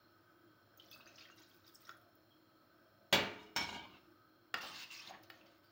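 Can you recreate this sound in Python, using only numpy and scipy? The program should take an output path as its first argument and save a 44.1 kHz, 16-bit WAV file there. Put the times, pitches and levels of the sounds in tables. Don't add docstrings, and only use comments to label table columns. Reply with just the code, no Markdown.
import sys
import numpy as np
from scipy import signal
from scipy.fft import rfft, irfft, next_fast_len
from scipy.io import wavfile
from scipy.ndimage import uniform_filter1d, map_coordinates

SR = 44100
rng = np.random.default_rng(int(sys.argv[2]) if len(sys.argv) > 2 else 0)


def wav_record(signal):
    frames = np.transpose(np.atleast_2d(signal))
    bounded = np.clip(frames, -1, 1)
    quanta = np.round(bounded * 32767).astype(np.int16)
    wavfile.write(sys.argv[1], SR, quanta)


def volts_from_db(level):
    exponent = np.asarray(level, float) / 20
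    return 10 ** exponent


N = 251811
T = np.arange(N) / SR
F = np.maximum(np.fft.rfftfreq(next_fast_len(N), 1 / SR), 1)


def rms_one(x):
    return x / np.sqrt(np.mean(x ** 2) + 1e-20)


def in_time(rows):
    s, *columns = np.transpose(rows)
    return [np.interp(T, s, c, left=-150, right=-150) for c in columns]


def at_hz(points, hz, order=1):
    points = np.array(points)
    return np.interp(np.log(hz), np.log(points[:, 0]), points[:, order])


def colour(x, spectrum):
    size = next_fast_len(N)
    return rms_one(irfft(rfft(x, size) * volts_from_db(at_hz(spectrum, F)), size)[:N])


def drift(rate):
    steps = rng.standard_normal(600)
    coarse = map_coordinates(steps, [T[::32] * rate], order=3, mode="wrap")
    return np.interp(T, T[::32], coarse)


def grains(per_s, spread_db):
    sizes = volts_from_db(spread_db * np.minimum(rng.exponential(1, N), 3.5)) * rng.choice([-1, 1], N)
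    return sizes * (rng.random(N) < per_s / SR)


def ring(clicks, hz, t60):
    r, w = volts_from_db(-60 / (t60 * SR)), 2 * np.pi * hz / SR
    return signal.lfilter([0, np.sin(w)], [1, -2 * r * np.cos(w), r * r], clicks + 1e-18)


def add(out, s, sound):
    i = round(s * SR)
    out[i:i + len(sound)] += sound[:N - i]


def soft_start(t, rise_s):
    return 1 - np.exp(-t / rise_s)


def resonance(x, hz, width_hz):
    r, w = np.exp(-np.pi * width_hz / SR), 2 * np.pi * hz / SR
    return signal.lfilter([1 - r * r, 0, r * r - 1], [2, -4 * r * np.cos(w), 2 * r * r], x)


def steep_resonance(x, hz, width_hz):
    return resonance(resonance(x, hz, width_hz), hz, width_hz)


def humps(x, peaks, patchy_db, rate):
    return rms_one(sum(volts_from_db(db + patchy_db * drift(rate)) * steep_resonance(x, hz, w) for hz, w, db in peaks))


def gliding(x, rows, width_hz):
    slow = signal.sosfilt(signal.butter(2, width_hz / 2, fs=SR, output="sos"), x)
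    hz = np.interp(T, *np.transpose(rows))
    return rms_one(slow * np.sin(2 * np.pi * np.cumsum(hz) / SR))


def gestures(rows, rise_db_per_s, fall_db_per_s):
    t, out = T[::16], -150
    for s, length, start_db, end_db in rows:
        hold = np.interp(t, [s, s + length], [start_db, end_db])
        before = rise_db_per_s * np.maximum(s - t, 0)
        after = fall_db_per_s * np.maximum(t - s - length, 0)
        out = np.maximum(out, hold - before - after)
    return np.interp(T, t, out)


def strike(modes, level_db, cut_hz, spread_db):
    t, out = T[:SR * 3 // 4], 0
    luck = rng.normal(0, spread_db, len(modes))
    for (hz, db, t60), own in zip(modes, luck):
        gain = volts_from_db(level_db + db + own) / (1 + (hz / cut_hz) ** 4)
        out = out + gain * np.sin(2 * np.pi * hz * t) * volts_from_db(-60 * t / t60)
    return out


def bubbles(rows, t60_at, rise, tick_db, wobble=0.47):
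    out, t = np.zeros(N), T[:SR // 5]
    ticks = rng.standard_normal((len(rows), len(t)))
    for (s, db, hz), tick in zip(rows, ticks):
        t60 = max(t60_at(hz), .004)
        octaves = rise * np.minimum(t / t60, 1) + wobble * uniform_filter1d(tick, size=90)
        phase = 2 * np.pi * np.cumsum(hz * 2 ** octaves) / SR
        fizz = steep_resonance(tick * np.exp(-t / .009), 1.1 * hz, .4 * hz)
        body = np.sin(phase) * volts_from_db(-60 * t / t60) + volts_from_db(tick_db) * fizz / np.max(np.abs(fizz))
        add(out, s, volts_from_db(db) * body * soft_start(t, 0.00082))
    return out


def kitchen(x, wet_db):
    t = T[:SR // 2]
    noise = signal.lfilter([.5], [1, -.5], rng.standard_normal(len(t)))
    tail = noise * volts_from_db(-60 * t / 0.38) * (t > .004)
    return x + volts_from_db(wet_db) * signal.fftconvolve(x, tail / np.sqrt(np.sum(tail ** 2)))[:N]


# time in seconds, level in dB.
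ROAR_LEVEL = [(0, -88.5), (.7, -80), (.95, -71.5), (1.25, -75), (1.45, -79), (1.6, -94), (1.95, -71),
              (2.35, -81.5), (2.75, -81), (2.98, -71.5), (4.1, -87.5), (4.33, -78.5), (4.45, -91),
              (5.3, -72), (5.47, -70.5), (5.71, -86)]
# pitch in Hz, width in Hz, level in dB.
ROAR_PEAKS = [(569.6, 77, 0), (628, 60, 2), (682.4, 35, 0), (199, 42, -5)]


def roar():
    level_db, = in_time(ROAR_LEVEL)
    return volts_from_db(level_db) * humps(rng.standard_normal(N), ROAR_PEAKS, patchy_db=1.5, rate=7.2)


# pitch in Hz, level in dB per Hz.
HUM_COLOUR = [(25, 3.5), (50, -11.5), (120, -12), (300, -11.5), (700, -17), (1500, -17), (2200, -26),
              (5000, -29.5), (6500, -38.5), (10000, -30.5), (16000, -26)]
# pitch in Hz, width in Hz, level in dB.
HUM_PEAKS = [(106.8, 29, -2.5), (260.5, 13.5, -4), (316.8, 15.7, 5), (340.8, 22.5, 3), (593, 120, -10),
             (1281, 120, -3.5), (1510, 100, -4.5), (2346, 100, -28.5), (3230, 69, -14), (4200, 290, -14.5),
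             (5336, 280, -18.5), (7170, 200, -27.5)]
# time in seconds, level in dB.
HUM_LEVEL = [(0, -62.5), (.7, -63), (1.1, -60), (1.5, -62.5), (2.5, -63), (3.0, -63), (4.0, -61),
             (4.3, -64), (5.0, -62.5), (5.3, -62), (5.71, -63.5)]


def hum():
    level_db, = in_time(HUM_LEVEL)
    wide = colour(rng.standard_normal(N), HUM_COLOUR)
    air = rng.standard_normal(N)
    steady = humps(air, HUM_PEAKS[:4], patchy_db=1, rate=3)
    restless = humps(air, HUM_PEAKS[4:], patchy_db=2, rate=4)
    motor = volts_from_db(2.6 * drift(2.7)) * np.sin(200 * np.pi * T)
    both = .5 * wide + 0.52 * (0.69 * steady + 0.59 * restless + 0.17 * motor)
    low = signal.sosfilt(signal.butter(1, 400, fs=SR, output="sos"), both)
    flame = roar()
    flutter = volts_from_db(-0.5 * drift(3.8)) - 1
    return flame + volts_from_db(level_db) * (both + flutter * low)


# start in seconds, peak level in dB, pitch in Hz.
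GULPS = [
    (1, -44.5, 1200),
    (0.74, -56, 1440),
    (1.3, -44, 1270),
    (.96, -45, 1300),
    (1.4, -54, 870),
    (1.066, -44.5, 1540),
    (0.72, -63, 1000),
    (1.21, -43, 4330),
    (1.255, -43.5, 1760),
]


def gulps():
    return bubbles(GULPS, lambda hz: 0.011, rise=0.093, tick_db=-14)


# start in seconds, peak level in dB, pitch in Hz.
SPRAY_TICKS = [(0.7736, -49, 14300), (0.9123, -41, 12300), (0.9394, -59, 8450), (0.976, -55, 8400),
               (1.2017, -62, 8800), (1.3733, -55, 10400), (1.486, -59, 10400), (1.6801, -55, 9800),
               (1.748, -43, 8150), (1.8731, -53, 8800), (1.97, -53, 9900), (2.0144, -57, 13500),
               (2.153, -52, 13700), (5.2344, -53, 10140), (5.5797, -60, 13100), (1.479, -62, 8650),
               (1.533, -64, 12000), (1.594, -64, 11700), (1.815, -53, 8600), (1.911, -61, 10500),
               (1.933, -62, 13000), (1.766, -66, 10500), (1.86, -66, 9500)]


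def spray_ticks():
    return bubbles(SPRAY_TICKS, lambda hz: 0.015, rise=0.094, tick_db=-5.5)


# start in seconds, peak level in dB, pitch in Hz.
DROPS = [(0.7761, -59, 6260), (0.7973, -45, 3080), (0.8584, -59.5, 5650), (0.9134, -47.5, 3390),
         (0.928, -46.5, 4420), (0.937, -57, 4450), (1.0066, -51.5, 2550), (1.072, -49, 2560),
         (1.1146, -56, 2470), (1.1568, -52, 5430), (1.1815, -48, 2700), (1.2077, -50.5, 2500),
         (1.2224, -51, 2650), (1.2514, -50, 3080), (1.2837, -56, 2530), (1.3844, -60, 3680),
         (1.4152, -61, 4200), (1.514, -58.5, 3300), (1.6444, -57, 3670), (1.6771, -53.5, 4670),
         (1.678, -55, 3700), (1.746, -59, 5400), (1.7544, -47, 5380), (1.8495, -55.5, 3730),
         (1.8687, -58, 1890), (1.91, -68, 1930), (.822, -65, 3270), (.836, -58, 3080), (.885, -58, 3420),
         (.913, -51, 5250), (.931, -51, 3630), (.932, -56, 6100), (1.011, -54.5, 3670), (1.058, -54, 4660),
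         (1.075, -58, 6040), (1.09, -56, 2540), (1.16, -56, 6030), (1.215, -51, 2480), (1.237, -54, 2860),
         (1.222, -53, 4940), (1.305, -66, 6500), (1.288, -57, 1860), (1.418, -58, 5860), (1.42, -61, 3320),
         (1.385, -58, 5400), (1.692, -58, 3500), (1.765, -63, 6700), (1.852, -53, 5250), (1.87, -55, 5600),
         (1.908, -53, 5220)]


def drops():
    return bubbles(DROPS, lambda hz: 0.027, rise=0.11, tick_db=-9.5)


# time in seconds, splash level in dB, spray level in dB.
SURGES = [(.796, -76, -72), (.83, -70, -80), (.86, -78, -68), (1.02, -80.5, -82), (1.13, -68, -88),
          (1.25, -70, -75.5), (1.43, -68.5, -76), (0.917, -68, -62), (1.079, -67.5, -76),
          (1.188, -62.5, -73), (1.378, -65, -64), (1.5, -68.5, -75), (1.548, -84, -72), (1.66, -69, -81),
          (1.69, -75, -68), (1.756, -77, -64), (1.81, -68, -65), (1.887, -59, -68.5), (1.966, -90, -78)]
# pitch in Hz, level in dB per Hz.
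SPLASH_COLOUR = [(300, -19), (1200, 3), (2600, 1.5), (5000, 11), (7000, 1), (9000, -10), (16000, -58)]


def pour():
    stream_end_s, stop_db_per_s, bubbles_per_s = 1.86, 300, 2900
    splash_db = gestures([(s, 0, db, db) for s, db, _ in SURGES], rise_db_per_s=597, fall_db_per_s=113)
    splash_db -= stop_db_per_s * np.maximum(T - stream_end_s, 0)
    spray_db = gestures([(s, 0, db, db) for s, _, db in SURGES], rise_db_per_s=597, fall_db_per_s=190)

    born = grains(bubbles_per_s * volts_from_db(2.0 * drift(40)), spread_db=3.5)
    dealt = rng.integers(0, 30, N)
    rings = np.zeros(N)
    for k, hz in enumerate(np.geomspace(1100, 7500, 30)):
        rings += volts_from_db(2.5 * drift(16)) * ring(born * (dealt == k), hz, 55.0 / hz) * np.sqrt(hz)
    hiss = rng.standard_normal(N) * volts_from_db(2.2 * drift(25.0))
    splash = colour(rms_one(rings) + 0.31 * hiss, SPLASH_COLOUR)

    ticks = grains(900 * volts_from_db(7.4 * drift(60)), spread_db=-1.0)
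    spray = np.zeros(N)
    for k, hz in enumerate(np.geomspace(7500, 15500, 6)):
        spray += resonance(ticks * (dealt // 5 == k), hz, 0.13 * hz)
    spray = colour(spray, [(5000, -29), (8000, 6), (11000, 7), (16000, 15)])
    return volts_from_db(splash_db) * splash + volts_from_db(spray_db + 1) * spray


# start in seconds, length in seconds, level in dB,
# pitch in Hz.
CATCHES = [(4.61, 0.042, -61.5, 11500), (4.612, 0.017, -61, 5600), (4.665, .025, -60, 8100),
           (4.69, .015, -68, 9300), (4.745, 0.014, -58, 4300), (4.78, 0.011, -61, 7400),
           (4.793, 0.0065, -64, 12000), (4.913, .03, -61, 7450), (4.918, 0.018, -65, 9700),
           (4.94, .008, -53, 4350), (4.965, 0.017, -57, 5540), (5.0, 0.0088, -56, 5400),
           (6.2, 0.017, -69, 9700), (5.07, .01, -72, 10500), (5.088, .01, -64.5, 6540),
           (5.1, .014, -68, 13000), (5.228, 0.008, -68, 14000), (5.228, 0.0065, -60, 18300),
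           (5.237, 0.0049, -74, 6100), (5.296, .01, -70, 11400), (5.296, 0.011, -65, 15000),
           (5.642, .006, -71, 14000), (5.64, 0.087, -79, 4630), (5.466, 0.0071, -75, 5200),
           (2.303, 0.036, -72, 3215), (1.865, 0.088, -65, 1400), (0.92, .03, -60, 2580),
           (1.01, 0.019, -71, 2800), (1.3, 0.033, -68, 2800), (1.068, 0.024, -71, 6300),
           (1.2, .035, -71, 3750), (0.9, 0.015, -70.5, 5800), (0.93, 0.017, -64, 4800),
           (1.31, .015, -72.5, 6450), (1.38, 0.015, -78, 4900), (1.42, .012, -69.5, 6900)]


def catches():
    out, t = np.zeros(N), T[:SR // 5]
    for (s, length, db, hz), noise in zip(CATCHES, rng.standard_normal((len(CATCHES), len(t)))):
        if 2000 < hz < 4000:
            breadth = .45
        else:
            breadth = 3.5 if hz < 2000 or hz > 10500 else 1
        burst = rms_one(steep_resonance(noise, hz, .07 * hz * breadth))
        fall = np.exp(-np.maximum(t - length, 0) / 0.0034)
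        add(out, s, volts_from_db(db) * burst * soft_start(t, 0.0012) * fall)
    return out


# start in seconds, peak level in dB, pitch in Hz.
DRIPS = [
    (2.32, -74, 3170),
    (2.36, -73, 3330),
    (3.116, -63, 6600),
    (3.94, -58.5, 2670),
    (3.958, -75, 8450),
]


def drips():
    return bubbles(DRIPS, lambda hz: 290 / hz, rise=0.011, tick_db=-14.5, wobble=.08)


# pitch in Hz, level in dB per Hz, seconds to fall 60 dB.
CLANG = [(41.14, -1, 0.73), (97, 6, 0.32), (256, -10, 1), (610, -2.5, 0.51), (1240, -8, 0.58),
         (2310, -8.5, 0.55), (3500, -10.5, 0.42), (5600, -16, 0.26), (7340, -14.5, 0.15),
         (12000, -17, 0.093), (16220, -22, 0.22)]


def dense_modes(t60_share, rise_s, low_hz, count):
    t = T[:int(SR * min(t60_share * 1.3, .75))]
    luck = rng.random((count, 4))
    place = (np.arange(count)[:, None] + luck[:, :1]) / count
    hz = (50 ** .5 + place * (16000 ** .5 - 50 ** .5)) ** 2
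    t60 = t60_share * at_hz(CLANG, hz, order=2) * (0.8 + 0.56 * luck[:, 1:2])
    gain = volts_from_db(at_hz(CLANG, hz) - 8.7 * luck[:, 2:3]) * hz ** 0.44 / (1 + (low_hz / hz) ** 2)
    out = np.zeros(len(t))
    for f, g, d, turn in np.c_[hz, gain, t60, luck[:, 3]]:
        r, w, start = volts_from_db(-60 / (d * SR)), 2 * np.pi * f / SR, 2 * np.pi * turn
        click = t[:int(d * SR)] == 0
        sine_top = [np.sin(start), r * np.sin(w - start)]
        mode = signal.lfilter(sine_top, [1, -2 * r * np.cos(w), r * r], click)
        add(out[:len(click)], 0, g * mode)
    return out * soft_start(t, rise_s) / np.max(np.abs(out))


BOWL_HZ = [100, 189, 244, 311, 345, 425, 581, 851, 945, 1604, 1701, 1966, 2138, 2286, 2503, 2676, 2756,
           2881, 3270, 3428, 3572, 3704, 3755, 3844, 4156, 4242, 4511, 4646, 6035, 7343]
# level in dB, seconds to fall 60 dB.
BOWL_RING = [(-23.5, 0.7), (-18, 0.49), (-21.5, 0.54), (-46, 0.12), (-16, 0.41), (-20, 0.95), (-14, 0.43),
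             (-17.5, 0.33), (-7, 0.093), (-12.5, 0.14), (-25.5, 0.33), (-15, 0.38), (-17, 0.362),
             (-10, 0.47), (-32.5, 0.24), (-20, 0.32), (-21, 0.57), (-9, 0.3), (-4, 0.098), (-5.5, 0.21),
             (-14.5, 0.24), (-40, 0.18), (-17, 0.14), (-11, 0.25), (-24.5, 0.18), (-39, 0.26), (-14, 0.25),
             (-29.5, 0.32), (-43, .15), (-16, 0.206)]


def bowl_down():
    rings, crash, down_s = np.zeros(N), np.zeros(N), 3.1258
    blow = strike(np.c_[BOWL_HZ, BOWL_RING], -24, 20000, spread_db=0)
    add(rings, down_s, blow * soft_start(T[:len(blow)], .001))
    add(crash, down_s, volts_from_db(-18.5) * dense_modes(0.77, 0.00073, 59, count=520))
    return rings, crash


# time in seconds, level in dB.
SLIDE = [
    [(3.33, -49.5), (3.39, -54), (3.432, -48), (3.548, -68)],
    [(3.556, -50), (3.575, -37), (3.61, -41.5), (3.766, -47), (3.89, -57.5), (3.954, -56.5), (4.07, -82),
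     (4.15, -80)],
]
# pitch in Hz, level in dB, seconds to fall 60 dB.
BOWL_RIM = [(187.6, -25, 0.9), (316, -7, 0.1), (869, -0.5, 0.075), (943, -1, 0.19), (1487, -2.5, 0.083),
            (2260, -10, 0.14), (1613, -5, 0.14), (1630, -27, 0.26), (3320, -25, 0.18), (3930, -28, 0.32),
            (6170, -17, .14), (5260, -25, .2), (2293, -0.5, 0.12), (2520, -20, 0.57), (2880, -2.5, 0.062),
            (3080, -16, 0.64), (3223, -19, 1), (3670, -3, 0.087), (3800, -22, 0.13), (4720, -7, 0.08),
            (5600, -25, 0.069), (5430, 1, 0.19), (5370, -1, 0.27), (6950, -29, .15), (7500, -18, 0.14),
            (8650, -9, .1)]
# pitch in Hz, level in dB per Hz.
SLIDE_COLOUR = [(60, 16.5), (300, 12.5), (1000, -1), (3000, 4), (5000, -14), (8000, -45), (16000, -61)]
# pitch in Hz, level in dB per Hz.
GRIT_COLOUR = [(1000, -56.5), (4000, 2), (6000, 3.5), (9000, 1), (16000, -7)]


def bowl_slide():
    rub = grains(5000 * volts_from_db(5.5 * drift(30)), spread_db=4.0)
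    rim = [(hz, 20 / t60, db) for hz, db, t60 in BOWL_RIM if 250 < hz < 4500]
    sung = humps(rub, rim, patchy_db=4, rate=25)
    patches = [(hz, 110, 0) for hz in rng.uniform(600, 9000, 50)]
    wall = 1.3 * rms_one(rub) + humps(rub, patches, patchy_db=3, rate=30)
    drag, grit = colour(wall, SLIDE_COLOUR), colour(wall, GRIT_COLOUR)
    out = np.zeros(N)
    for move, lower_db, singing in zip(SLIDE, (-11, -3), (.9, .3)):
        rumble_db, = in_time(move)
        grit_db = -54.5 + 2.13 * (rumble_db + 42.5)
        out += volts_from_db(rumble_db + lower_db) * (singing * sung + 0.77 * drag) + volts_from_db(grit_db) * grit
    return out


# start in seconds, level in dB, hardness as a cut-off in Hz.
ROCKS = [
    (3.5625, -38.5, 12000),
    (3.585, -47, 2930),
    (3.612, -44.5, 3500),
    (3.643, -47.5, 2600),
    (3.69, -49.5, 3440),
    (3.728, -50, 3060),
    (3.764, -52.5, 2930),
    (3.795, -51.5, 2970),
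    (3.845, -61, 1850),
    (3.955, -74, 3090),
]


def bowl_rocks():
    rings, crash = np.zeros(N), np.zeros(N)
    add(crash, ROCKS[0][0], volts_from_db(-26.5) * dense_modes(0.45, 0.00093, 650, count=160))
    tick = dense_modes(0.024, 0.00084, 700, count=60)
    for s, db, cut_hz in ROCKS:
        add(rings, s, strike(BOWL_RIM, db, cut_hz, spread_db=1.5))
        add(crash, s, volts_from_db(db) * tick)
    return rings, crash


def bowl():
    down_rings, down_crash = bowl_down()
    rock_rings, rock_crash = bowl_rocks()
    rings = down_rings + rock_rings
    crash = down_crash + rock_crash + bowl_slide()
    return rings + kitchen(crash + 0.18 * rings, wet_db=-9.0)


# start in seconds, peak level in dB, pitch in Hz,
# seconds to fall 60 dB.
CHINKS = [(3.5635, -43, 2228, 0.46), (3.5635, -42.5, 2275, 0.59), (3.5627, -41, 5393, 0.27),
          (3.568, -45, 6350, .08), (3.643, -47, 928, .06), (3.649, -48, 3300, 0.12),
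          (3.689, -42, 970, 0.053), (3.69, -43.5, 2865, 0.087), (3.692, -48, 3760, 0.14),
          (3.692, -50, 7000, 0.051), (3.728, -42, 945, 0.027), (3.728, -58, 7040, 0.11),
          (3.744, -42, 2875, .05), (3.764, -49, 910, 0.044), (3.778, -46.5, 3200, 0.054),
          (3.793, -46, 3060, 0.053), (3.797, -53, 885, 0.041), (3.824, -47, 890, 0.036),
          (3.831, -66, 2950, 0.06), (3.85, -53, 1063, 0.15), (3.421, -68, 3800, 0.078),
          (3.425, -67, 5250, .12)]


def chinks():
    out, t = np.zeros(N), T[:SR // 2]
    for s, db, hz, t60 in CHINKS:
        add(out, s, volts_from_db(db - 60 * t / t60) * np.sin(2 * np.pi * hz * t) * soft_start(t, 0.00092))
    return out


# start in seconds, level in dB.
KNOCKS = [
    (1.8925, -45.5),
    (4.541, -24),
    (5.3005, -44),
]
# pitch in Hz, seconds to fall 60 dB,
# then a level in dB for each of the three knocks.
KNOCK_MODES = [(772, 0.027, -8, -3.5, 1.5), (1380, 0.016, 18, 7, 7), (1794, 0.016, 7, 7.5, 11.5),
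               (2206, 0.052, -26, -14, -5), (2410, 0.0093, -31, -9, 11), (2820, 0.022, -29, 1, 0),
               (2930, 0.051, -20, -35, -2.5), (3430, 0.017, 9, 1.5, -26), (3800, 0.042, -3, -25, -5),
               (4450, 0.028, -36, -10, -0.5), (4940, 0.054, -14, -9.5, -9), (5370, 0.022, -1, -8, -5),
               (6670, 0.0087, 6, -34, -38), (9500, 0.014, -24, -27, -11)]


def ladle_knocks():
    out, crack = np.zeros(N), dense_modes(0.072, 0.0008, 330, count=120)
    for k, (s, db) in enumerate(KNOCKS):
        modes = np.array(KNOCK_MODES)[:, [0, 2 + k, 1]]
        blow = strike(modes, db - 6, 20000, spread_db=0)
        add(out, s, blow * soft_start(T[:len(blow)], .0006))
        add(out, s, volts_from_db(db + 1.5) * crack)
    return out


BITE_DB_PER_S, LIFT_DB_PER_S = 5000, 902
# start in seconds, length in seconds, start dB, end dB.
SQUEAKS = [
    (4.543, 0.027, -48, -71),
    (4.604, 0.057, -51, -55),
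    (4.719, 0.138, -57, -52),
    (4.906, 0.16, -50.5, -60.5),
]
# time in seconds, pitch in Hz.
SQUEAK_HZ = [(4.6, 2753), (4.85, 2734), (4.939, 2742), (5.0, 2540), (5.019, 3010), (5.084, 3590),
             (5.2, 3670)]


def ladle_squeak():
    level_db = gestures(SQUEAKS, BITE_DB_PER_S, LIFT_DB_PER_S)
    return volts_from_db(level_db) * 0.68 * gliding(rng.standard_normal(N), SQUEAK_HZ, width_hz=230)


# start in seconds, length in seconds, start dB, end dB.
SLOSHES = [
    (4.547, 0.056, -51, -55.5),
    (4.62, 0.23, -52, -72.5),
    (5.02, 0.094, -66, -60.5),
    (5.09, 0.036, -70, -56.5),
    (5.3, 0.14, -92, -72),
]
# pitch in Hz, level in dB per Hz.
SLOSH_COLOUR = [(60, -11), (200, -3), (400, -8), (900, -0.5), (1600, -6.5), (3000, -11), (16000, -76)]


def slosh():
    stew = colour(grains(1500 * volts_from_db(5.1 * drift(30)), spread_db=2.0), SLOSH_COLOUR)
    return volts_from_db(gestures(SLOSHES, rise_db_per_s=4000, fall_db_per_s=208)) * stew


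# start in seconds, length in seconds, start dB, end dB.
STROKES = [(4.56, 0.027, -63, -57), (4.611, 0.11, -51, -55), (4.725, 0.077, -54.5, -53),
           (4.795, 0.042, -51, -51.5), (4.855, 0.078, -65, -65), (4.911, 0.089, -53, -55),
           (5.01, 0.096, -57, -59.5), (5.235, 0.021, -66, -73), (5.32, 0.095, -69, -76.5),
           (5.46, 0.13, -71, -82.5), (5.63, .08, -76, -83)]
POT_HZ = [1160, 1780, 2100, 2450, 3050, 3280, 3630, 3900, 4170, 4470, 4770, 5200, 5520, 5800, 6100, 6460,
          6750, 7250]
# time in seconds, pitch in Hz.
RUB_HZ = [(4.6, 5150), (4.659, 4200), (4.75, 4500), (4.801, 4200), (4.9, 4330), (4.98, 5380), (5.03, 4210),
          (5.088, 3600), (5.199, 3270)]
# pitch in Hz, level in dB per Hz.
SCRAPE_COLOUR = [(300, -56), (1000, 2), (2500, -1.5), (5000, -4), (7000, -9.5), (9000, -8.5),
                 (12000, -18.5), (16000, -15)]


def ladle_scrape():
    rub = grains(9000 * volts_from_db(2.0 * drift(40)), spread_db=4.0)
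    bottom = humps(rub, [(hz, 110, 0) for hz in POT_HZ], patchy_db=3.5, rate=45)
    broad = humps(rub, [(hz, 0.36 * hz, 0) for hz in np.geomspace(700, 15000, 12)], patchy_db=2, rate=25)
    fine = humps(rub, [(hz, 130, 0) for hz in rng.uniform(3000, 15500, 45)], patchy_db=5, rate=30)
    patches = .85 * broad + .45 * fine
    wet = gliding(rub, RUB_HZ, width_hz=2700)
    scrape = colour(0.96 * patches + 0.32 * bottom + .5 * wet, SCRAPE_COLOUR)
    return volts_from_db(gestures(STROKES, BITE_DB_PER_S, LIFT_DB_PER_S)) * scrape


# start in seconds, peak level in dB, pitch in Hz.
SLOPS = [(4.56, -56, 1540), (4.578, -39, 1194), (4.635, -39.5, 800), (5.074, -34, 3570),
         (5.096, -43.5, 703), (5.108, -38, 747), (5.138, -45, 1810), (5.148, -43, 1790),
         (5.235, -49.5, 4940), (5.412, -48, 2710), (5.465, -56, 4720)]


def slops():
    return bubbles(SLOPS, lambda hz: 0.0062 + 38 / hz / 2, rise=0.029, tick_db=-13.0)


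def scene():
    water = pour() + drops() + spray_ticks() + slops() + drips()
    ladle = ladle_knocks() + ladle_scrape() + slosh() + ladle_squeak()
    steady = bowl() + hum()
    water += gulps()
    return (kitchen(water + ladle, wet_db=-9.5) + steady + kitchen(chinks() + catches(), wet_db=-8))[None]


def low_pass(x):
    return signal.sosfilt(signal.butter(12, 16820, fs=SR, output="sos"), x)


def record(dry):
    low_hz, top_hz = 72, 15850
    step_hz, step_db = 7410, -10.5
    peak_hz, peak_width_hz, peak_db = 15220, 2000, 15
    x = signal.sosfilt(signal.butter(3, low_hz, "high", fs=SR, output="sos"), dry)
    step = volts_from_db(step_db / (1 + (step_hz / F) ** 20))
    peak = np.sqrt(1 + volts_from_db(peak_db) ** 2 / (1 + (2 * (F - peak_hz) / peak_width_hz) ** 2) ** 4)
    x = irfft(rfft(x, next_fast_len(N)) * step * peak, next_fast_len(N))[:, :N]
    x = signal.sosfilt(signal.ellip(8, 1, 40, top_hz, fs=SR, output="sos"), x)
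    return low_pass(x)


dry = scene()
out = record(dry)
wav_record(out)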